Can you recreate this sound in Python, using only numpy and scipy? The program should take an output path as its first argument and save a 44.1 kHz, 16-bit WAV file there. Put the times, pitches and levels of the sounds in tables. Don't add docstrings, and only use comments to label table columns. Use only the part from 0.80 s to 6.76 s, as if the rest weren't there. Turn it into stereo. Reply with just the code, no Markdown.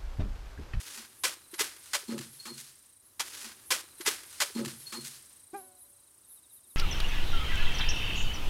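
import sys
import numpy as np
from scipy import signal
from scipy.fft import rfft, irfft
from scipy.io import wavfile
from scipy.ndimage import uniform_filter1d

SR = 44100
rng = np.random.default_rng(int(sys.argv[2]) if len(sys.argv) > 2 else 0)


def ratio(d):
    e = np.asarray(d, float) / 20
    return 10 ** e


def transcribe(signal):
    frames = np.atleast_2d(signal).T
    limited = np.clip(frames, -1, 1)
    pcm = np.round(limited * 32767).astype(np.int16)
    wavfile.write(sys.argv[1], SR, pcm)


N = 262836
T = np.arange(N) / SR


def unit(x):
    return x / np.sqrt(np.mean(x ** 2))


def colour(x, points):
    hz, db = np.transpose(points)
    f = np.maximum(np.fft.rfftfreq(4096, 1 / SR), 1)
    cepstrum = irfft(np.log(ratio(np.interp(np.log(f), np.log(hz), db))))
    cepstrum[1:2048] *= 2
    cepstrum[2049:] = 0
    impulse = irfft(np.exp(rfft(cepstrum)))
    return unit(signal.fftconvolve(x, impulse)[:N])


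def band(x, hz, width):
    edges = [hz - width / 2, hz + width / 2]
    return signal.sosfilt(signal.butter(2, edges, "band", fs=SR, output="sos"), x)


def ring(x, hz, t60):
    r = np.exp(-np.log(1000) / (t60 * SR))
    w = 2 * np.pi * hz / SR
    return signal.lfilter([1, 0, -1], [1, -2 * r * np.cos(w), r * r], x)


def modes(x, table):
    total = np.zeros(N)
    for hz, width, db in table:
        t60 = 1.5 / width
        total += ratio(db) * unit(ring(ring(x, hz, t60), hz, t60))
    return unit(total)


def walk(rate):
    k = int(SR / rate)
    return unit(uniform_filter1d(uniform_filter1d(rng.standard_normal(N), k), k))


def clicks(rate, spread_db):
    chance = rng.random((3, N))
    hits = chance[0] < rate / SR
    size = ratio(-spread_db * np.log(1 - .995 * chance[2]))
    return hits * np.sign(chance[1] - .5) * size


def shape(s, rise, hold, t60):
    t = T - s
    attack = np.sin(np.pi / 2 * np.clip(t / rise, 0, 1)) ** 2
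    return attack * ratio(-60 * np.clip(t - rise - hold, 0, None) / t60)


def bump(centre, length):
    return np.cos(np.pi * np.clip((T - centre) / length, -.5, .5)) ** 2


# (frequency [Hz], level [dB per Hz])
AIR_TONE = [(12, -28), (24, -14.5), (88, 2), (163, -8.5), (357, -4.5), (499, -11), (558, -9), (698, -12.5),
            (1030, -8.5), (2460, -16), (7520, -11), (9400, -3.5), (14300, -11.5), (16000, -22)]
# (time [s], level [dB])
AIR_CALM = [(4.3, 0), (4.75, -5.5)]


def night_air():
    level_db = -61 + 10.5 + np.interp(T, *np.transpose(AIR_CALM)) + .4 * walk(1)
    return colour(rng.standard_normal(N), AIR_TONE) * ratio(level_db)


# (frequency [Hz], width [Hz], level [dB])
TRILL_BANDS = [(8370, 690, -3.5), (8880, 300, -2.5), (9620, 600, -2.5), (10240, 1500, -7)]
# (time [s], level [dB])
TRILL_LEVEL = [(2.2, -69), (3.2, -52.5), (4.2, -48.5), (4.7, -54.5), (5.3, -55.5), (5.96, -53.5)]


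def tree_crickets():
    rate_hz, peak_s = 28.25, 5.241
    noise = np.zeros(N)
    for hz, width, db in TRILL_BANDS:
        noise += ratio(db) * unit(band(rng.standard_normal(N), hz, width))
    throb = ratio(7.0 * np.cos(2 * np.pi * rate_hz * (T - peak_s)) + 1.3 * walk(15))
    return unit(noise * throb) * ratio(np.interp(T, *np.transpose(TRILL_LEVEL)))


# (frequency [Hz], level [dB per Hz])
LEAF_TONE = [(180, -24.5), (300, -9.5), (701, -14), (1510, -5), (2360, -7.5), (2570, -7.5), (5160, -6.5),
             (5610, -8), (10900, -9.5), (14200, -20), (16000, -23)]
# (frequency [Hz], level [dB per Hz])
CLATTER_TONE = [(88, -27), (150, -23), (649, -15), (998, -3.5), (2920, -4.5), (3220, -6), (4580, -4),
                (5360, -5), (7180, -5.5), (13700, -15.5), (16000, -44)]
# (frequency [Hz], width [Hz], level [dB])
WIRE_MODES = [(1750, 135, 4), (2013, 49, 8), (2343, 100, 3), (2606, 46, -3.5), (3225, 160, 6.5),
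              (3930, 20, 4), (4200, 180, -15), (4910, 65, -9.5), (5330, 52, -10.5), (5900, 31, -2.5)]
# (time [s], level [dB], clatter length [s], fall t60 [s], after-rattle relative to jolt [dB])
MESH_JOLTS = [(2.394, -17.5, 0.013, 0.08, -15), (2.642, -35, 0.0043, 0.16, 0.5),
              (2.904, -15, 0.019, 0.076, -7), (3.205, -30, 0.0067, 0.079, -38),
              (3.248, -30, 0.019, .05, -36), (3.259, -15, 0.028, 0.032, -8),
              (3.601, -14, 0.023, 0.069, -14), (3.749, -45, 0.015, 0.16, 2.5),
              (3.847, -25, .003, 0.019, -30), (3.854, -26, 0.0048, 0.035, -14.5),
              (3.876, -39.5, 0.0044, 0.072, 1.5), (4.054, -55, 0.0041, 0.075, 1),
              (4.121, -30, 0.0096, 0.11, -4), (4.727, -56.5, 0.055, 0.26, 0)]


def mesh_clatter():
    after_t60_s, settle_after_s, settle_t60_s = 0.32, 0.11, 0.17
    hard_power, soft_power = np.zeros(N), np.zeros(N)
    for s, db, hold, t60, after_db in MESH_JOLTS:
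        at = slice(int(s * SR), int(s * SR) + SR // 2)
        t = T[at] - s
        attack = np.clip(t / 0.0035, 0, 1) ** 2
        past = np.maximum(t - hold, 0)
        swell = 5 * np.clip(1 - t / hold, 0, 1)
        hard_power[at] += attack * ratio(2 * (db - swell - 60 * past / t60))
        settle = 60 * np.maximum(t - settle_after_s, 0) / settle_t60_s
        soft_power[at] += attack * ratio(2 * (db + after_db - 60 * past / after_t60_s - settle))
    contacts = clicks(9000, 2.9)
    links = unit(colour(contacts, CLATTER_TONE) + ratio(-12) * modes(contacts, WIRE_MODES))
    links = links * ratio(-2.5 + 0.79 * walk(170))
    slack_links = colour(clicks(10000, 2.8), LEAF_TONE) * ratio(1.2 * walk(120))
    return np.sqrt(hard_power) * links + np.sqrt(soft_power) * slack_links


# (time [s], length [s], level [dB], release t60 [s], brightness [dB])
BRUSHES = [(2.435, 0.112, -41.5, 0.092, 2), (2.522, 0.1, -37.5, 0.27, 1.7),
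           (2.689, 0.036, -42, 0.067, -1.5), (2.717, 0.079, -53, 0.98, -0.5), (2.99, 0.043, -49, 0.74, -3),
           (3.17, 0.078, -55.5, .5, -9), (3.34, .1, -44, 0.46, -0.5), (3.459, 0.33, -45.5, 1, 3.5),
           (3.763, 0.042, -38.5, 0.17, -4.5), (3.844, 0.069, -46.5, 0.32, 7.5), (3.953, 0.3, -52, 0.63, 9),
           (4.187, 0.098, -53, 0.22, 9), (4.24, 0.046, -44.5, 0.18, 9.5), (4.301, 0.055, -51, 0.91, 6.5)]


def leaf_rustle():
    rise = 0.23
    leaves = colour(clicks(5000, 2.8), LEAF_TONE) * ratio(1.6 * walk(90))
    top = signal.sosfilt(signal.butter(1, 3500, "high", fs=SR, output="sos"), leaves)
    dull_power, shrill_power = np.zeros(N), np.zeros(N)
    for s, length, db, t60, bright_db in BRUSHES:
        power = shape(s, rise * length, (1 - rise) * length, t60) ** 2
        dull_power += power * ratio(2 * (db - bright_db))
        shrill_power += power * ratio(2 * (db + bright_db))
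    return np.sqrt(dull_power) * (leaves - top) + np.sqrt(shrill_power) * top


# (frequency [Hz], width [Hz], level [dB])
POST_BODY = [(228.7, 16.4, 4.5), (348, 32, 1.5), (414, 22, -13.5), (480, 18, -10), (551.7, 12, -14.5)]
POST_LOW_MODE = [(132.5, 15.4, 0)]
POST_HIGH_MODES = [(857, 11, 3.5), (985, 61, 1.5), (1086, 4.5, 1), (1246, 51, 5)]
# (time [s], level [dB], hold [s], deep mode [dB], high modes [dB])
POST_SHUDDERS = [
    (2.629, -54, 0.0022, -24.5, -18),
    (3.742, -34.5, 0.054, -12.5, -12.5),
    (4.121, -45, 0.02, -10.5, -3),
]


def shaken_post(table):
    x = modes(clicks(1500, 3.9), table)
    return x / np.sqrt(uniform_filter1d(x ** 2, size=2500) + .05) * ratio(2.5 * walk(70))


def post_shudder():
    rise_s = 0.026
    body, deep, high = (shaken_post(table) for table in (POST_BODY, POST_LOW_MODE, POST_HIGH_MODES))
    out = np.zeros(N)
    for s, db, hold, deep_db, high_db in POST_SHUDDERS:
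        mix = shape(s, rise_s, hold, 0.36) * body
        mix += ratio(deep_db) * shape(s + 0.027, 0.072, hold / 2, 0.55) * deep
        mix += ratio(high_db - 2.5) * shape(s, rise_s, hold / 2, 0.23) * high
        out += ratio(db + 7.0) * mix
    return out


# (centre time [s], length [s], level [dB])
BUZZ_TIMES_A = [(2.27, .09, -51), (3.27, 0.23, -39), (4.02, 0.19, -43), (4.80, 0.11, -42),
                (4.87, 0.087, -49.5), (5.53, 0.16, -43.5)]
BUZZ_TIMES_B = [(2.88, 0.086, -43), (3.47, 0.095, -46.5), (5.02, 0.12, -45), (5.10, 0.1, -52),
                (5.755, 0.11, -44.5), (5.92, 0.15, -46.5)]
# (multiple of the tooth rate, level [dB])
WING_LINES_A = [(25, -16), (26, -10), (27, -6), (28, 0), (29, -7), (30, -5), (31, -4), (32, -8), (33, -11),
                (34, -16)]
WING_LINES_B = [(25, -14), (26, -7), (27, -1), (28, -2), (29, -4), (30, 0), (31, -4), (32, -5), (33, -6),
                (34, -13)]


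def bush_cricket(table, wing, teeth_hz):
    comb = np.zeros(N)
    for k, db in wing:
        line = np.sin(2 * np.pi * round(k) * teeth_hz * T + k * k)
        comb += ratio(db + 3.5 * walk(45)) * line
    rasp = .5 * unit(band(rng.standard_normal(N), 10900, 2600))
    gain = sum(ratio(db - 1.0) * bump(s, length * 1.17) for s, length, db in table)
    return unit(unit(comb) + rasp) * gain


# (time [s], peak level [dB], pitch [Hz], t60 [s])
BODY_THUMPS = [(2.397, -38, 794, 0.086), (2.406, -55, 338, 0.083), (2.921, -31.5, 527, 0.057),
               (3.037, -46, 356, 0.032), (3.202, -31.5, 349, 0.045), (3.276, -21, 425, 0.037),
               (3.618, -36.5, 572, 0.11), (3.702, -36, 410, 0.022), (4.732, -34, 341, 0.076)]


def thumps():
    out = np.zeros(N)
    for s, db, hz, t60 in BODY_THUMPS:
        t = np.maximum(T - s, 0)
        push = ratio(db + 9.5 - 60 * t / t60) * (1 - np.exp(-t / 0.0037))
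        out += push * np.sin(2 * np.pi * hz * t)
    return out


def chirps(table, start_hz, fall_hz, length, period, first_db):
    out = np.zeros(N + SR)
    t = np.arange(int(length * SR)) / SR
    glide = np.sin(2 * np.pi * t * (start_hz - fall_hz * t / length / 2))
    whistle = np.sin(np.pi * t / length) * glide
    for first, last, db in table:
        uneven = rng.standard_normal(12)
        count = max(round((last - first) / period), 0) + 1
        for k, s in enumerate(np.linspace(first, last, count)):
            i = int((s - length / 2) * SR)
            offset_db = first_db if k == 0 else 0.61 * uneven[k]
            out[i:i + len(t)] += ratio(db + 3.5 + offset_db) * whistle
    return out[:N] * ratio(1.8 * walk(150))


# (first whistle time [s], last whistle time [s], level [dB])
NEAR_TRAINS = [(3.054, 3.246, -56), (3.417, 3.417, -56), (4.016, 4.016, -58)]
QUICK_TRAINS = [(2.265, 2.307, -65), (4.44, 4.68, -65), (4.72, 4.85, -64), (4.932, 5.059, -65),
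                (5.153, 5.277, -65)]
SLOW_TRAINS = [(5.445, 5.911, -63)]


def field_crickets():
    near = chirps(NEAR_TRAINS, start_hz=4170, fall_hz=300, length=.04, period=.064, first_db=-.5)
    quick = chirps(QUICK_TRAINS, start_hz=4180, fall_hz=400, length=.0288, period=.042, first_db=-1.5)
    slow = chirps(SLOW_TRAINS, start_hz=4160, fall_hz=700, length=.042, period=.0666, first_db=-3.5)
    return near + quick + slow


# (time [s], level [dB], hold [s], t60 [s], pitch [Hz])
HINGE_SQUEAKS = [
    (3.742, -46, .025, .25, 4225),
    (4.056, -47, .012, .25, 4230),
    (4.12, -47, .04, .3, 4320),
    (4.185, -53, .02, .1, 4230),
]


def hinge_squeak():
    s, pitch_hz = np.transpose(HINGE_SQUEAKS)[[0, -1]]
    hz = np.interp(T, s, pitch_hz) * (1 + .012 * walk(60))
    whistle = np.sin(2 * np.pi * np.cumsum(hz) / SR) * ratio(4.0 * walk(92))
    bar = modes(clicks(990, 1.1), [(4295, 140, 0), (12100, 300, -14)])
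    gain = sum(ratio(db + 6.5) * shape(s, 0.014, hold, t60) for s, db, hold, t60, _ in HINGE_SQUEAKS)
    return (whistle + 0.53 * bar) * gain


# (multiple of the pitch, level [dB])
WIRE_PARTIALS = [(1, -5), (2, 0), (3, -13), (4, -12), (5, -23), (6, -19), (7, -32)]
# (frequency [Hz], level [dB], t60 [s])
STAKE_MODES = [(570, -58.5, 2.06), (254, -47.5, 0.44), (180, -53, 0.24), (1010, -62, 1.7)]


def wire_twang():
    pluck_s, rise_s = 4.732, .018
    rest_hz, tight_hz, start_hz = 367.6, 48.4, 349
    t = np.clip(T - pluck_s, 0, 2)
    slack = np.exp(-((T - 4.818) / .011) ** 2)
    hz = rest_hz + tight_hz * np.exp(-t / 0.0694) - 22 * slack
    hz = hz + (start_hz - hz) * np.exp(-(t / 0.0096) ** 2 / 2) + 3 * walk(38)
    phase = 2 * np.pi * np.cumsum(hz) / SR
    gain = shape(pluck_s, rise_s, 0, .13) + ratio(-11) * shape(pluck_s, rise_s, 0, .62)
    tone, stake = np.zeros(N), np.zeros(N)
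    for k, db in WIRE_PARTIALS:
        fade_db = 2.5 * max(k - 2, 0) * t
        tone += ratio(db + 1.6 * walk(53) - fade_db) * np.sin(k * phase + k * k)
    for f, db, t60 in STAKE_MODES:
        stake += ratio(db - 60 * t / t60 + 3.5 * walk(28)) * np.sin(2 * np.pi * f * t)
    return tone * gain * ratio(-36.5 + 6.5 - 2.5 * slack) + stake


# (time [s], level [dB])
FIRST_HEARING = [(0, -2), (1.1, -3.5), (2.38, -5), (2.392, -1.22)]


def scene():
    change_s, repeat_samples = 2.225, 108888
    pen = mesh_clatter() + leaf_rustle() + post_shudder() + thumps() + hinge_squeak() + wire_twang()
    insects = tree_crickets() + field_crickets()
    insects += bush_cricket(BUZZ_TIMES_A, WING_LINES_A, teeth_hz=366.2)
    insects += bush_cricket(BUZZ_TIMES_B, WING_LINES_B, teeth_hz=368.5)
    heard = pen + insects + night_air()
    heard = np.where(T < change_s, np.roll(heard, -repeat_samples), heard)
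    heard = heard * ratio(np.interp(T, *np.transpose(FIRST_HEARING)))
    return np.array([heard, np.zeros(N)])


def low_pass(x):
    return signal.sosfilt(signal.butter(12, 16520, fs=SR, output="sos"), x)


def record(dry):
    top_cut = signal.ellip(8, .2, 60, 15830, fs=SR, output="sos")
    mix = signal.sosfilt(top_cut, dry)
    return low_pass(mix)


dry = scene()
out = record(dry)
transcribe(out)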